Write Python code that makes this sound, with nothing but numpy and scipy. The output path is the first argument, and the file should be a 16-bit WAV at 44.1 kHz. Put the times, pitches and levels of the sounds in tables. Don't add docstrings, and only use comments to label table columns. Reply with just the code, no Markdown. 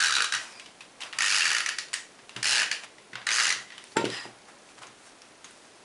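import sys
import numpy as np
from scipy import signal
from scipy.fft import rfft, irfft, next_fast_len
from scipy.io import wavfile
from scipy.ndimage import uniform_filter1d

SR = 44100
rng = np.random.default_rng(int(sys.argv[2]) if len(sys.argv) > 2 else 0)


def volts_from_db(level):
    exponent = np.asarray(level, float) / 20
    return 10 ** exponent


def wav_record(signal):
    frames = np.transpose(np.atleast_2d(signal))
    bounded = np.clip(frames, -1, 1)
    quanta = np.round(bounded * 32767).astype(np.int16)
    wavfile.write(sys.argv[1], SR, quanta)


N = 257959

# f/Hz, level/dB [per Hz]
HISS_SPECTRUM = [(12, -48), (20, -8.5), (75, -8.5), (144, -1), (301, 4.5), (699, 2.5), (757, 2.5), (934, 0),
                 (2110, -3), (2290, -3.5), (4910, -8.5), (7880, -10), (10800, -12.5), (14100, -50),
                 (22000, -120)]
HISS_DB = -54
FRAME_HZ, FRAME_S = 30, .0198
BANDWIDTH_HZ = 11020
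# f/Hz, T60/s
ROOM_T60 = [(100, 0.32), (500, 0.28), (2000, 0.34), (5000, 0.32), (8000, 0.33), (11000, 0.32)]
# f/Hz, level/dB
ROOM_COLOUR = [(500, 4), (1500, -1), (3000, 1), (5500, 0), (9000, -2.5)]
LEAD_S = .2
WALL_RING, TAP_WALL_RING = .5, .28

SWELL_DB = 25
# t/s [peak], rise/s, fall/s, rub level/dB, rustle level/dB
HAND_RUBS = [(.42, 0.077, 0.33, -38, -38), (1.01, .012, 0.13, -44.5, -38), (1.068, 0.12, 0.064, -38, -58),
             (1.175, 0.08, 0.012, -37, -42), (2.11, .12, 0.45, -55, -73), (2.375, 0.037, 0.1, -34, -47),
             (2.843, 0.039, 0.03, -35.5, -38), (3.182, 0.05, 0.2, -41, -70), (3.255, .22, .015, -64, -64),
             (3.62, 0.056, 0.078, -44, -44), (3.94, 0.29, .015, -63, -46)]
# t/s [peak], rise/s, fall/s, rub level/dB, rustle level/dB
PAPER_TURNS = [(4.24, .02, 0.27, -40, -47), (4.487, 0.021, 0.13, -43, -49), (4.71, 0.17, .05, -50, -49),
               (4.79, 0.037, 0.018, -40, -42.5), (4.823, 0.019, 0.096, -36, -41),
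               (5.072, 0.18, 0.15, -47, -45.5), (5.22, 0.0084, 0.009, -70, -47), (5.3, .1, .18, -56, -70),
               (5.452, .025, 0.35, -64, -49), (5.67, 0.56, 0.15, -55, -56), (5.758, 0.019, .15, -55, -55)]
# t/s [peak], rise/s, fall/s, level/dB, f/Hz [at peak], sag/(Hz/s^2)
ROLLER_SQUEAKS = [
    (.505, .09, .05, -61, 5290, 40000),
    (.582, .06, .035, -56, 4860, 200000),
    (.578, .05, .03, -59, 2430, 100000),
    (.21, .05, .05, -49, 470, 0),
]
# t/s [peak], rise/s, fall/s, level/dB
SWEEP_1 = (.52, .16, .22, -53)
SWEEP_4 = (3.74, .12, .2, -53)
# f/Hz, width/Hz, level/dB
WHINE_1 = [(2420, 240, 3), (5050, 260, 1), (6750, 200, -14), (9000, 136, -9)]
WHINE_4 = [(1910, 200, 3), (3070, 300, -2), (5210, 100, -14)]
# t/s [peak], rise/s, fall/s, level/dB
SLIDE = (4.145, .06, .17, -36)
# f/Hz, width/Hz, level/dB
SKID_MODES = [(1890, 90, 10.5), (2780, 250, -1), (3100, 200, -6), (4010, 130, -2), (4950, 66, 10),
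              (7200, 250, -6.5), (10000, 200, -13)]

# f/Hz, level/dB, T60/s
TABLE_MODES = [(122.8, -1, 0.4), (164, -18, 0.1), (204, -3, 0.12), (254, -11, 0.15), (310.5, -4, 0.15),
               (396, 5.5, 0.051), (469, 1, 0.08), (651, -5, 0.12), (856, 6, 0.069), (1330, -16, 0.06)]
# t/s, peak level/dB, f/Hz [of the push]
THUDS = [
    (3.9705, -12.5, 400),
    (4.0427, -14, 420),
    (3.997, -30, 330),
    (4.014, -24, 470),
    (4.0245, -25, 470),
    (4.0665, -25, 430),
    (4.255, -29, 720),
    (4.263, -38, 300),
]
# t/s [peak], rise/s, fall/s, peak level/dB
LIP_CHATTER = (3.969, .0125, .066, -15)
# multiple of slip rate, level/dB
SLIP_ORDERS = [(1, -7), (2, 0), (3, -8), (4, -10), (5, -20)]
CHATTER_HZ, CHATTER_S, LAG_HZ, SETTLE_S = 461, 3.9655, 27, .012

# t/s, peak level/dB,
# ring f/Hz, table thud level/dB, burst/ms
TAPS = [(0.338, -40, 500, -40, 4), (0.5235, -42, 5150, -55, 3.2), (0.597, -35.5, 2640, -66, 3.6),
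        (0.5985, -41, 4300, -70, 3), (0.66, -39, 2970, -68, 4.3), (0.807, -36, 2540, -58, 7.8),
        (1.006, -34, 2710, -70, 3.4), (1.0152, -33, 2720, -64, 5.1), (1.0212, -30.5, 3100, -57, 7.5),
        (1.035, -28, 2600, -49, 3.1), (1.128, -30, 2700, -66, 1.7), (1.1326, -28.5, 1760, -65, 3.4),
        (1.885, -41, 4300, -70, 2.3), (1.9319, -26, 7000, -60, 3.4), (1.9763, -45, 4200, -61, 1.2),
        (2.1906, -45, 1690, -56, 5), (2.2942, -33.5, 2770, -60, 1.8), (2.363, -27.5, 2930, -28, 3.5),
        (2.409, -48, 5200, -45, 2.4), (2.8363, -33, 2140, -63, 2.3), (2.9838, -42.5, 2040, -56, 2.6),
        (3.132, -35, 1500, -36, 4), (3.134, -36, 2100, -60, 3), (3.1555, -25.5, 1500, -52, 2.2),
        (3.2166, -38, 1660, -68, 3.4), (3.228, -41, 1720, -57, 2.3),
        (3.562, -42, 500, -42, 4), (3.592, -36, 1400, -50, 3), (3.704, -37.5, 1910, -64, 2.5),
          (3.7218, -37, 1900, -66, 5.3), (3.78, -34, 3030, -66, 2.7), (3.8406, -36.5, 9100, -67, 1.8),
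          (3.8717, -49, 7550, -63, 2.5), (3.92, -44, 4500, -55, 3.2), (3.9675, -22, 7400, -60, 7),
          (3.9682, -19.5, 1430, -51, 7.6), (4.0445, -29, 2750, -30, 3.9), (4.057, -30, 1420, -60, 6),
          (4.053, -24, 3000, -34, 2.5), (4.1022, -27, 3950, -52, 1.4), (4.1273, -34, 4920, -60, 2.4),
          (4.1868, -39, 1900, -62, 3.6), (4.2525, -39, 720, -43, 3), (4.691, -46, 1210, -60, 2.5),
          (4.7813, -48, 1640, -48.5, 3.7), (4.819, -42, 1040, -65, 2.6), (4.8326, -38, 1300, -56, 4.8),
          (4.869, -41.5, 6400, -46, 4.5), (5.2196, -39, 5600, -62, 1.3), (5.444, -36.5, 6500, -55, 6.3),
          (5.509, -46, 9500, -63, 3)]
# f/Hz, level/dB [per Hz]
TAP_SPECTRUM = [(300, -30), (1000, -2), (2500, -0.5), (5000, -5), (10800, -14.5)]
TAP_REACH, DULL_HZ = 2.6, 2200

# f/Hz, level/dB [per Hz]
CRACK_SPECTRUM = [(100, -28), (450, -9), (850, -6), (1300, -10), (2100, -11.5), (2850, 4), (3400, -3),
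                  (4700, -6.5), (6400, -1.5), (8000, -6), (10800, -10), (14000, -64)]
# f/Hz, width/Hz, level/dB
GRIP_1 = [(1320, 150, 5), (1520, 220, 11), (2350, 380, 4), (2930, 200, -2), (3790, 400, 1), (4500, 200, -5),
          (5600, 830, -4.5)]
GRIP_2 = [(1460, 170, 5), (1790, 250, 7), (2260, 140, 4.5), (2620, 120, 0), (4720, 2200, -1),
          (6360, 280, -9), (10000, 650, -13)]
GRIP_3 = [(1730, 230, -1), (2270, 250, -3), (2770, 57, -14), (4200, 120, 0), (4580, 92, -4),
          (4950, 240, -1), (10200, 770, -26)]
GRIP_4 = [(1550, 670, 11), (2000, 150, -19), (2770, 78, 6), (4220, 1300, 1.5), (4860, 210, 1),
          (6230, 250, 6.5), (9800, 400, -20)]
# t/s, level/dB, brightness/dB, low ring f/Hz, high ring f/Hz
TEETH_1 = [(0.0062, -21, -1, 1590, 4300), (0.0185, -22.5, -5, 1530, 4370), (0.0271, -20.0, -1, 1580, 4270),
           (0.0389, -20, 0, 1490, 5400), (0.0466, -20, -2.5, 1590, 5600), (0.0605, -21.0, -1, 1540, 4340),
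           (0.07, -23, 7, 1660, 3940), (0.084, -23, -2, 1600, 6040), (0.0967, -22.5, -7, 1320, 3820),
           (0.1093, -22.5, 0, 1670, 4520), (0.1249, -21, 1, 1530, 4700), (0.1404, -23.5, 1, 1480, 3800),
           (0.154, -20, 8.5, 1600, 3900), (0.1677, -18.5, -5, 1520, 3870),
           (0.1848, -20.5, -7.5, 1450, 3660), (0.206, -19.5, -7.0, 1510, 4440),
           (0.2233, -21, 4, 1550, 3970), (0.2453, -21.5, -1, 1360, 3820)]
TEETH_2 = [(1.1886, -20.5, 1, 1400, 4840), (1.2073, -19, -5, 1880, 6200), (1.2227, -20.5, 1, 2600, 6900),
           (1.2319, -26, -2, 2490, 6100), (1.2436, -22.5, -5, 1380, 3800), (1.2511, -25, 4, 1790, 4910),
           (1.2626, -22.5, 1.5, 1740, 6600), (1.273, -25.5, 1.5, 1870, 4810),
           (1.2829, -22.5, 1, 1830, 4830), (1.296, -25, 11, 2350, 4380), (1.3045, -20, 0, 1720, 4650),
           (1.314, -22.5, 1, 2350, 4250), (1.3251, -20, 1, 2450, 4710), (1.3343, -24.5, 3, 2900, 6360),
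           (1.3465, -20, 0, 2740, 4790), (1.3569, -22, 4, 1570, 5020), (1.3648, -21, 4, 2330, 5100),
           (1.376, -23.5, -1, 1910, 4410), (1.3853, -22, 7, 2360, 4740), (1.396, -24.5, 2.5, 1660, 4740),
           (1.4079, -19.5, -2, 2500, 4350), (1.4214, -20.5, -1, 2720, 5170), (1.4327, -23, -3, 2800, 4600),
           (1.444, -24.0, 0, 1590, 6570), (1.4557, -18, -1.5, 1670, 4520), (1.4677, -22, -4, 1730, 4580),
           (1.4805, -24.0, 4, 1700, 4650), (1.4935, -27, 5, 1780, 4760), (1.505, -21.5, 1.0, 1580, 4580),
           (1.5176, -21.5, -4, 1730, 5900), (1.5327, -24, 0.5, 1880, 5050), (1.5503, -20.5, -3, 1890, 4700),
           (1.5684, -22, -2.0, 1660, 4730), (1.585, -23, 2.0, 1650, 4340), (1.6064, -23, -3, 1940, 4580)]
TEETH_3 = [(2.4311, -22.5, 3.5, 1770, 5360), (2.445, -22, 2, 1670, 4850), (2.4567, -20, 2, 1960, 5230),
           (2.4694, -23, 5, 2000, 6040), (2.4754, -22.5, 3, 2000, 4230), (2.4847, -24, 12, 2000, 5220),
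           (2.4942, -22.5, 5, 1600, 4140), (2.502, -25.5, 4, 2700, 4720), (2.5106, -22.5, 4, 1550, 5400),
           (2.5181, -23, 3, 2970, 6200), (2.5242, -22.5, 9, 2730, 4100), (2.5317, -22.0, 0, 1720, 4200),
           (2.5407, -23.5, 2, 2780, 3950), (2.5498, -22.5, 2, 1560, 5170), (2.5572, -21, -1, 1570, 3950),
           (2.565, -25.5, 6, 1790, 4530), (2.573, -22, -2, 1640, 4870), (2.5829, -21, 2, 1550, 4500),
           (2.593, -21, -7, 1790, 5160), (2.6002, -20, -1, 1820, 5200), (2.6108, -25, -6, 1740, 4400),
           (2.62, -20.5, -4, 1570, 4600), (2.6322, -23, -5, 1840, 6060)]
TEETH_4 = [(3.27, -20.5, -4, 1730, 3960), (3.2906, -20.5, -4.0, 1970, 3750), (3.3074, -23.5, 1, 2070, 3430),
           (3.3174, -22, -0.5, 2100, 6000), (3.3258, -25.5, 8.0, 2790, 5100),
           (3.3336, -22.5, 5, 1890, 6000), (3.3435, -24.5, 5, 1530, 6050), (3.3527, -24, 13, 2700, 6160),
           (3.362, -21.5, 0, 1660, 6300), (3.37, -24.5, 4, 2680, 6400), (3.3762, -26, 1.5, 2240, 4650),
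           (3.385, -20, -5, 1460, 4600), (3.3927, -22, 1, 1510, 4600), (3.401, -20, -2, 2100, 3960),
           (3.4077, -21, -2, 1700, 5100), (3.4185, -26.5, 3, 1510, 4840), (3.4262, -23.0, 4, 1670, 5030),
           (3.436, -22.5, 4, 1830, 4970), (3.4454, -24, 5, 2840, 5000), (3.4561, -20.5, -3.5, 1890, 4030),
           (3.4696, -21.0, -2, 1670, 6310), (3.4812, -23.5, -1, 2000, 5800), (3.4935, -25, 7.5, 1870, 4620),
           (3.5054, -19, -2, 2030, 5600), (3.5262, -22.5, -0.5, 1910, 5800)]
# t/s, level/dB, brightness/dB, low ring f/Hz, high ring f/Hz
TEAR_1 = [(.325, -21, -1, 1610, 3830), (.339, -23, -3, 1910, 4350), (0.35, -24, 0, 1650, 5600),
          (0.353, -26.5, -3, 1550, 2860)]
TEAR_2 = [(1.663, -21, -3.5, 1930, 5870), (1.674, -40, -8, 1780, 4240), (1.691, -22, -2, 1800, 4600),
          (1.7874, -23.5, 2, 1880, 4300), (1.941, -22, 3, 1870, 8000)]
TEAR_3 = [(2.716, -20.5, -1, 1750, 4500), (2.729, -32, -2.3, 2000, 4300)]
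# level/dB of the card below the case, level/dB of the low ring
VOICING = [
    (-11, 5),
    (-10.5, -5.5),
    (-6.5, -4),
    (-8, -2),
]
TOOTH_RISE_S, TOOTH_FALL_S, TOOTH_LEAD_S = .0017, .003, .0008
CASE_CUT_HZ, SPLIT_HZ = 1050, 3100
HIGH_RING_DB = -7.5


def rms_one(x):
    return x / np.sqrt(np.mean(x ** 2) + 1e-20)


def at_hz(points, hz):
    points = np.array(points)
    return np.interp(np.log(hz + 1), np.log(points[:, 0]), points[:, 1])


def colour(x, spectrum):
    size = next_fast_len(len(x) + 4096)
    gain = rms_one(volts_from_db(at_hz(spectrum, np.fft.rfftfreq(size, 1 / SR))))
    return irfft(rfft(x, size) * gain, size)[:len(x)]


def resonate(x, hz, width_hz):
    r = np.exp(-np.pi * width_hz / SR)
    zeros = np.array([1, 0, -1]) * (1 - r * r) / 2
    return signal.lfilter(zeros, [1, -2 * r * np.cos(2 * np.pi * hz / SR), r * r], x)


def band(x, low_hz, high_hz):
    return signal.sosfilt(signal.butter(2, [low_hz, high_hz], "band", fs=SR, output="sos"), x)


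def grit(count, spread_db):
    return rms_one(rng.standard_normal(count) * volts_from_db(spread_db * rng.standard_normal(count)))


def swell(peak_s, rise_s, fall_s, db, bend):
    since = np.arange(N) / SR - peak_s
    return volts_from_db(db - SWELL_DB * (np.abs(since) / np.where(since < 0, rise_s, fall_s)) ** bend)


def add(out, x, s):
    i = round(s * SR)
    x = x[max(-i, 0):N - i]
    out[max(i, 0):max(i, 0) + len(x)] += x


def strike(burst, body, db, wall_ring):
    click = np.zeros(len(burst))
    click[np.argmax(np.abs(burst))] = rng.choice([-1, 1])
    near, far = body(burst, 0.95), body(click, wall_ring)
    near = near * volts_from_db(db) / np.sqrt(np.max(uniform_filter1d(near ** 2, size=150)))
    return near, far * np.sqrt(np.sum(near ** 2) / np.sum(far ** 2))


def microphone_hiss():
    return volts_from_db(HISS_DB) * rms_one(colour(rng.standard_normal(N), HISS_SPECTRUM))


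def frame_tick():
    phase = (np.arange(N) / SR - FRAME_S) * FRAME_HZ % 1
    gate = np.exp(-phase / .07) + .5 * np.exp(-((phase - .5) % 1) / .04)
    return volts_from_db(-55) * gate * rms_one(band(rng.standard_normal(N), 4300, 6500))


def room(x):
    t = np.arange(int(.7 * SR)) / SR
    edges = np.geomspace(80, 16000, num=25)
    noise = rng.standard_normal(len(t))
    tail = 0
    for low, high in zip(edges, edges[1:]):
        tail = tail + band(noise, low, high) * volts_from_db(-60 * t / at_hz(ROOM_T60, np.sqrt(low * high)))
    tail = colour(tail, ROOM_COLOUR) * np.clip((t - .002) / 0.004, 0, 1)
    return signal.fftconvolve(x, tail / np.sqrt(np.sum(tail ** 2)))[:len(x)]


def rustle():
    gestures = HAND_RUBS + PAPER_TURNS
    low = sum(swell(s, rise, fall, db, bend=0.95) for s, rise, fall, db, _ in gestures)
    crisp = sum(swell(s, rise, fall, db, bend=0.85) for s, rise, fall, _, db in gestures)
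    rub = band(grit(N, spread_db=3), 600, 1900)
    crackle = band(grit(N, spread_db=4), 2600, 9500)
    return low * rms_one(rub) + crisp * rms_one(crackle)


def squeaks():
    t = np.arange(N) / SR
    flutter = 1 + .6 * rms_one(band(rng.standard_normal(N), 20, 90))
    whistles = 0
    for s, rise, fall, db, hz, sag in ROLLER_SQUEAKS:
        phase = 2 * np.pi * (hz * t - sag * (t - s) ** 3 / 3)
        whistles = whistles + swell(s, rise, fall, db + 3, bend=2) * np.sin(phase)
    return flutter * whistles


def skid(stroke, modes, broad_db, glide):
    rub = grit(N, spread_db=3)
    rings = sum(volts_from_db(db) * resonate(rub, hz, width) for hz, width, db in modes)
    t = np.arange(N) / SR
    rings = np.interp(t + glide * (t - stroke[0]) ** 2 / 2, t, rings)
    gain = swell(*stroke, bend=2.25)
    sound = gain * (rings + volts_from_db(broad_db) * band(rub, 620, 4100))
    return sound * np.sqrt(np.sum(gain ** 2) / np.sum(sound ** 2))


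def rumble(runner):
    pressure = np.sqrt(uniform_filter1d(runner ** 2, size=4000) + 1e-12)
    return volts_from_db(-37) * pressure * rms_one(resonate(rng.standard_normal(N), 122, width_hz=13))


def table(push):
    out = 0
    for hz, db, t60 in TABLE_MODES:
        r, w = volts_from_db(-60 / (t60 * SR)), 2 * np.pi * hz / SR
        out = out + signal.lfilter([0, volts_from_db(db) * np.sin(w)], [1, -2 * r * np.cos(w), r * r], push + 1e-18)
    return out


def landing_thuds():
    out, t = np.zeros(N), np.arange(-300, 300) / SR
    for s, db, hz in THUDS:
        pulse = np.cos(2 * np.pi * hz * t) * np.exp(-(1.9 * hz * t) ** 2)
        add(out, volts_from_db(db) * pulse, s - 300 / SR)
    return out


def lip_buzz():
    since = np.maximum(np.arange(N) / SR - CHATTER_S, -.05)
    lag = LAG_HZ * SETTLE_S * (np.exp(-since / SETTLE_S) - 1)
    phase = 2 * np.pi * (CHATTER_HZ * since + lag)
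    buzz = sum(volts_from_db(db) * np.cos(np.round(k) * phase) for k, db in SLIP_ORDERS)
    wander = rms_one(band(rng.standard_normal(N), 30, 160))
    uneven = volts_from_db(1.5 * wander * np.clip((since - .01) / .02, 0, 1))
    return -swell(*LIP_CHATTER, bend=1.3) * uneven * buzz / np.max(buzz)


def taps():
    near, far, push, t = np.zeros(N), np.zeros(N), np.zeros(N), np.arange(1500) / SR
    for s, db, hz, thud_db, ms in TAPS:
        hit = grit(len(t), spread_db=4.0) * np.exp(-t * 1000 / ms) * np.minimum(t / 0.00099, 1)
        top_hz = TAP_REACH * hz if hz < DULL_HZ else 15000

        def body(v, ring):
            broad = rms_one(band(colour(v, TAP_SPECTRUM), 150, top_hz))
            return broad + ring * volts_from_db(-1.5) * rms_one(resonate(v, hz, width_hz=160))

        direct, click = strike(hit, body, db - 3.5, TAP_WALL_RING)
        add(near, direct, s - .001)
        add(far, click, s - .001)
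        add(push, volts_from_db(thud_db - 7) * np.hanning(110), s + .003)
    return near, far, push


def ratchet(teeth, grip, voicing, ring_db, scatter_db):
    near, far, t = np.zeros(N), np.zeros((3, N)), np.arange(-300, 900) / SR
    shape = np.exp(-(np.abs(t) / np.where(t < 0, TOOTH_RISE_S, TOOTH_FALL_S)) ** 2)
    thin = signal.butter(3, CASE_CUT_HZ, "high", fs=SR, output="sos")
    split = signal.butter(4, SPLIT_HZ, fs=SR, output="sos")
    card_db, low_ring_db = voicing
    for n, (s, db, bright_db, low_hz, high_hz) in enumerate(teeth):
        strengths = volts_from_db(ring_db + scatter_db * rng.standard_normal(len(grip)))
        shifts = 1 + .025 * rng.standard_normal(len(grip))

        def case(hit, ring):
            body = colour(hit, CRACK_SPECTRUM)
            for strength, shift, (hz, width, mode_db) in zip(strengths, shifts, grip):
                body = body + strength * volts_from_db(mode_db) * resonate(hit, shift * hz, width)
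            body = rms_one(body)
            body = body + ring * volts_from_db(low_ring_db) * rms_one(resonate(hit, low_hz, width_hz=147))
            body = body + ring * volts_from_db(HIGH_RING_DB) * rms_one(resonate(hit, high_hz, width_hz=90))
            low = signal.sosfiltfilt(split, body)
            high = body - low
            upper = signal.sosfiltfilt(thin, low)
            low = upper + volts_from_db(card_db) * (low - upper)
            return low / np.std(band(low, 1100, 2400)) + volts_from_db(bright_db + .5) * rms_one(high)

        direct, click = strike(shape * grit(len(t), spread_db=4.0), case, db, WALL_RING)
        start = s - TOOTH_LEAD_S - 300 / SR
        add(near, direct, start)
        add(far[n % 3], click, start)
    return np.vstack([near, far])


def scene():
    teeth = (TEETH_1 + TEAR_1, TEETH_2 + TEAR_2, TEETH_3 + TEAR_3, TEETH_4)
    strokes = zip(teeth, (GRIP_1, GRIP_2, GRIP_3, GRIP_4), VOICING)
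    runner, *feeds = sum(ratchet(*stroke, ring_db=6.5, scatter_db=-4.0) for stroke in strokes)
    tap, tap_feed, push = taps()
    thud, buzz = landing_thuds(), lip_buzz()
    slides = skid(SLIDE, SKID_MODES, broad_db=-5, glide=-0.08) + squeaks()
    slides = slides + skid(SWEEP_1, WHINE_1, broad_db=-19, glide=-0.41)
    slides = slides + skid(SWEEP_4, WHINE_4, broad_db=-14, glide=0)
    wood = volts_from_db(-39.5) * table(push) + volts_from_db(-51.0) * table(thud) + volts_from_db(-47.5) * table(runner)
    lead = round(LEAD_S * SR)
    wet = volts_from_db(-2.5) * sum(room(np.concatenate([feed[:lead][::-1], feed]))[lead:] for feed in feeds)
    wet = wet + room(volts_from_db(-3.5) * tap_feed + volts_from_db(-7.0) * (thud + wood) + volts_from_db(-8.5) * buzz)
    mix = runner + tap + thud + buzz + wood + wet + slides + rumble(runner) + volts_from_db(-8.0) * rustle()
    return mix[None]


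def band_limit(x):
    return signal.sosfilt(signal.butter(12, 13900, fs=SR, output="sos"), x)


def record(dry):
    bass_cut = signal.butter(5, 112, "high", fs=SR, output="sos")
    x = signal.sosfiltfilt(bass_cut, dry, padtype="even")
    x = x + microphone_hiss() + frame_tick()
    x = x * np.minimum(np.arange(N) / SR / .002, 1)
    leak = volts_from_db(-21.5) * x
    for _ in range(3):
        leak = band(leak, 12950, 13500)
    cut = signal.sosfilt(signal.ellip(10, .5, 45, BANDWIDTH_HZ, fs=SR, output="sos"), x)
    cut = signal.sosfilt(signal.cheby2(10, 30, 12300, fs=SR, output="sos"), cut)
    return band_limit(cut + leak)


dry = scene()
out = record(dry)
wav_record(out)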